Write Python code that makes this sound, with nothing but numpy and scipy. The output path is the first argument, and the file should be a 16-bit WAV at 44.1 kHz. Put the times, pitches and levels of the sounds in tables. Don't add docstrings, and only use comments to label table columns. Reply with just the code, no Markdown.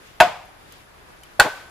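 import sys
import numpy as np
from scipy import signal
from scipy.io import wavfile

SR = 44100
rng = np.random.default_rng(int(sys.argv[2]) if len(sys.argv) > 2 else 0)


def makeup_ratio(level_db):
    decades = np.asarray(level_db, float) / 20
    return 10 ** decades


def wrap_up_sound(samples):
    columns = np.atleast_2d(samples).T
    tamed = np.clip(columns, -1, 1)
    steps = np.round(tamed * 32767).astype(np.int16)
    wavfile.write(sys.argv[1], SR, steps)


N = 74970


def in_time(rows):
    s, value = np.transpose(rows)
    return np.interp(np.arange(N) / SR, s, value)


def at_hz(points, hz):
    table_hz, value = np.transpose(points)
    return np.interp(np.log(hz), np.log(table_hz), value)


def rms_one(x):
    return x / np.sqrt(np.mean(x ** 2) + 1e-20)


def filtered(x, order, hz, kind):
    return signal.sosfilt(signal.butter(order, hz, kind, fs=SR, output="sos"), x)


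def pan(db):
    return makeup_ratio(db * np.array([[.5], [-.5]]))


def click(s):
    return np.arange(N) == int(s * SR)


def drift(rate):
    r = np.exp(-2 * np.pi * rate * 40 / SR)
    noise = rng.standard_normal(N // 40 + 2002)
    slow = signal.lfilter([1], [1, -2 * r, r * r], noise)[2000:]
    return np.interp(np.arange(N) / 40, np.arange(len(slow)), rms_one(slow))


def ring(clicks, hz, t60):
    r, w = makeup_ratio(-60 / (t60 * SR)), 2 * np.pi * hz / SR
    return signal.lfilter([0, np.sin(w)], [1, -2 * r * np.cos(w), r * r], clicks + 1e-18)


def dying(start_s, t60):
    age = np.arange(N) / SR - start_s
    return (age >= 0) * makeup_ratio(-60 * np.maximum(age, 0) / t60)


def bands(spectrum, likeness, patchy_db):
    edges = 20 * 2 ** np.arange(0, 10.1, .5)
    white = rng.standard_normal((2, 2, N + 8000))
    together = drift(3.0)
    out = []
    for k, (low, high) in enumerate(zip(edges, edges[1:])):
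        mid, side = filtered(white[k % 2], 2, [low, high], "band")[:, -N:]
        hz = np.sqrt(low * high)
        alike = np.clip(at_hz(likeness, hz), -1, 1)
        gain = makeup_ratio(at_hz(spectrum, hz) + patchy_db * (1.04 * together + drift(14)))
        stereo = np.sqrt(1 + alike) * mid + np.sqrt(1 - alike) * side * [[1], [-1]]
        out.append((hz, gain * stereo))
    total = np.sqrt(np.mean(sum(x for _, x in out) ** 2))
    return [(hz, x / total) for hz, x in out]


# [f/Hz, level/dB per Hz]
YARD_COLOUR = [(12, -29), (20, 0.5), (177, -7.5), (204, -12), (285, -9), (1480, -10.5), (2320, -16.5),
               (10500, -32), (16000, -33)]
# [f/Hz, likeness -1 to 1]
YARD_LIKENESS = [(60, 0.8), (240, 0.3), (950, -0.11), (3770, -0.08), (15000, -0.0)]


def yard():
    return makeup_ratio(-48.5) * sum(x for _, x in bands(YARD_COLOUR, YARD_LIKENESS, patchy_db=.7))


def insects():
    centre_hz, width_hz, level_db = 10700, 900, -67.5
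    noise = rng.standard_normal((2, N))
    for _ in range(2):
        noise = ring(noise, centre_hz, np.log(1000) / np.pi / width_hz)
    return makeup_ratio(level_db + 1.5 * drift(8.0)) * rms_one(noise)


# [t/s, level/dB]
RUSTLE_LEVEL = [(0, -62), (.07, -50), (.19, -59.5), (.55, -76), (.66, -62), (.73, -52.5), (.81, -55),
                (.87, -66), (1.2, -77), (1.25, -55), (1.38, -61), (1.56, -48), (1.7, -62)]
# [f/Hz, level/dB per Hz]
RUSTLE_COLOUR = [(300, -27), (2500, -1), (7000, -13), (15000, -18.5)]


def rustle():
    rubbing = sum(x for _, x in bands(RUSTLE_COLOUR, YARD_LIKENESS, patchy_db=1.5))
    return makeup_ratio(in_time(RUSTLE_LEVEL)) * rubbing


# [t/s, snap level/dB, ring f/Hz, ring level/dB, left over right level/dB]
TICKS = [
    (.066, -63, 12100, -64, -2),
    (.455, -58, 12880, -64, 3),
    (0.7224, -40, 9800, -55, 0),
    (1.2344, -41.5, 3020, -39, 2),
    (1.697, -57, 9200, -55, .1),
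]


def ticks():
    snap_t60_s, ring_t60_s = .025, .03
    hiss = filtered(rng.standard_normal((3, N)), 2, 2000, "high")
    out = np.zeros((2, N))
    for s, db, hz, ring_db, pan_db in TICKS:
        snap = (hiss[0] + .7 * hiss[1:]) * dying(s, snap_t60_s)
        tone = ring(click(s), hz, ring_t60_s)
        tone = tone + .42 * ring(click(s), .77 * hz, ring_t60_s)
        out += pan(pan_db) * (makeup_ratio(db) * snap + makeup_ratio(ring_db) * tone)
    return out


# [t/s, level/dB, low f/Hz, high f/Hz, length/s]
BUMPS = [
    (.2, -38, 20, 60, .035),
    (.203, -30, 60, 350, .02),
    (.215, -34, 280, 500, .04),
    (.25, -44, 200, 500, .055),
    (1.394, -35, 20, 60, .032),
    (1.396, -28, 50, 200, .022),
    (1.44, -26, 420, 950, .052),
    (1.444, -32, 160, 330, .028),
]


def bumps():
    out, noise = np.zeros((2, N)), rng.standard_normal((3, N))
    for s, db, low_hz, high_hz, length in BUMPS:
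        dull = filtered(noise[0] + .3 * noise[1:], 2, [low_hz, high_hz], "band")
        swell = dull * np.sin(np.pi * np.clip((np.arange(N) / SR - s) / length, 0, 1))
        out += makeup_ratio(db) * rms_one(swell) * np.sqrt(length * SR / N)
    return out


# [t/s, strength level/dB, hardness as cut-off f/Hz, crack level/dB]
FIRST_CONTACTS = [
    (.2013, -5, 4000, -25.5),
    (.2024, 1.5, 7000, -16.5),
    (.2066, 1.5, 1600, -29.5),
    (.208, -6, 7000, -14),
    (.2125, -12.5, 2500, -19),
    (.2175, -13.5, 4000, -26.5),
    (.262, -30, 2504, -44),
    (.322, -44, 1500, -44),
]
SECOND_CONTACTS = [
    (1.3978, 2.5, 8420, -6.5),
    (1.3995, -5.5, 3504, -9.5),
    (1.4045, -2, 3500, -11.5),
    (1.4385, -27, 1470, -43),
    (1.4495, -13.5, 970, -36),
    (1.463, -24.5, 953, -40),
]
# [f/Hz, level/dB, t60/s]
FIRST_MODES = [(628.6, -7, .11), (714, -8, .19), (754, -31.5, .55), (781, -2.5, .05), (943.5, -5.5, .08),
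               (1080, -17.5, 0.034), (1480, -7.5, 0.086), (1620, -9, .05), (1767, -6, 0.022),
               (2160, -13, .07), (2463, -9.5, 0.042), (2697, -11.5, 0.042), (2900, -17, 0.054),
               (3300, -10.5, .04)]
SECOND_MODES = [(373, -22, 0.088), (553, -21.5, 0.14), (654, -10, 0.073), (823, -9, 0.079), (914, -20, .12),
                (1083, -15, 0.088), (1478, -3, 0.03), (1522, -22, 0.72), (1542.4, -11, .1),
                (1947, -12, .045), (2433, -22, .09), (2620, -10.5, 0.041), (3462, -8, 0.033),
                (4332, -5, 0.021)]


def blow(contacts, modes, crack_pan_db):
    strike_spread_db, mode_pan_db, waver_db = 2.0, 2.5, 3.0
    hiss = rng.standard_normal((3, N))
    hiss = filtered(hiss[0] + .9 * hiss[1:], 2, 1900, "high")
    out, pushes = np.zeros((2, N)), []
    for s, db, cut_hz, crack_db in contacts:
        r = np.exp(-2 * np.pi * cut_hz / SR)
        push = signal.lfilter([(1 - r) ** 2], [1, -2 * r, r * r], makeup_ratio(db) * click(s) + 1e-18)
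        pushes.append(filtered(push, 2, .18 * cut_hz, "high"))
        crack = signal.lfilter([1 - r], [1, -r], hiss * dying(s, .022) + 1e-18)
        out += makeup_ratio(crack_db) * pan(crack_pan_db) * crack
    chance = rng.standard_normal((len(modes), len(contacts)))
    drives = makeup_ratio(strike_spread_db * chance) @ pushes
    for k, ((hz, db, t60), drive) in enumerate(zip(modes, drives)):
        waver = waver_db * drift(14.0)
        rung = (-1) ** k * makeup_ratio(db + waver) * ring(drive, hz, t60)
        out += pan(mode_pan_db * rng.standard_normal()) * rung
    return out


# [f/Hz, level/dB per Hz]
FIRST_SCATTER = [(24, -95), (40, -48), (118, -14), (402, -33.5), (697, 1), (1240, -6.5), (1410, -10),
                 (2500, -10), (16000, -42.5)]
SECOND_SCATTER = [(24, -55), (40, -25), (329, -19.5), (556, -3.5), (1240, -2.5), (1520, -5.5), (1850, -6.5),
                  (4930, -17), (16000, -34.5)]
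# [f/Hz, t60/s]
NEAR_T60 = [(100, .2), (700, 0.12), (3000, 0.14), (12000, 0.12)]
# [f/Hz, likeness -1 to 1]
SCATTER_LIKENESS = [(60, 0.8), (240, 0.92), (950, 1), (3770, 0.33), (15000, 0.01)]


def scatter(spectrum, start_s, level_db):
    rise_s, far_db, far_t60_s = .0025, -16.5, .67
    rise = 1 - dying(start_s, rise_s * np.log(1000))
    far = makeup_ratio(far_db) * dying(start_s, far_t60_s)
    tail = np.zeros((2, N))
    for hz, x in bands(spectrum, SCATTER_LIKENESS, patchy_db=.6):
        near = dying(start_s, at_hz(NEAR_T60, hz))
        tail += x * (near + far)
    return makeup_ratio(level_db) * rise * tail


def echoes(x):
    level_db, gap_s, early_t60_s = -17, .0068, .15
    late_db, late_t60_s, alike = -4, .55, .2
    noise = rng.standard_normal((3, N))
    fall = dying(gap_s, early_t60_s) + makeup_ratio(late_db) * dying(gap_s, late_t60_s)
    paths = (np.sqrt(alike) * noise[0] + np.sqrt(1 - alike) * noise[1:]) * fall
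    paths /= np.sqrt(np.sum(fall ** 2))
    return makeup_ratio(level_db) * signal.fftconvolve(x, paths, axes=1)[:, :N]


def lead_in():
    start_s, end_s, hz, end_db, growth_db_per_s = 1.3935, 1.3979, 690, -7, 3200
    age = np.arange(N) / SR - start_s
    left = end_s - start_s - age
    swell = makeup_ratio(end_db - growth_db_per_s * np.maximum(left, 0))
    return (age > 0) * (left > 0) * swell * -np.sin(2 * np.pi * hz * age)


def scene():
    knocks = blow(FIRST_CONTACTS, FIRST_MODES, crack_pan_db=2.0)
    knocks = knocks + blow(SECOND_CONTACTS, SECOND_MODES, crack_pan_db=3.0) + lead_in()
    tails = scatter(FIRST_SCATTER, start_s=.204, level_db=-9.5)
    tails = tails + scatter(SECOND_SCATTER, start_s=1.399, level_db=-10.5)
    around = yard() + insects() + rustle() + ticks() + bumps() + tails
    return makeup_ratio(0.5) * knocks + echoes(knocks) + around * pan(1.3)


def roll_off(x):
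    return signal.sosfilt(signal.butter(12, 16380, fs=SR, output="sos"), x)


def record(dry):
    top, knee = .97, 4.0
    x = dry / (1 + np.abs(dry / top) ** knee) ** (1 / knee)
    x = filtered(x, 1, 24.5, "high")
    x = signal.sosfilt(signal.cheby2(10, 50, 16100, fs=SR, output="sos"), x)
    return roll_off(np.clip(x, -1, 1))


dry = scene()
out = record(dry)
wrap_up_sound(out)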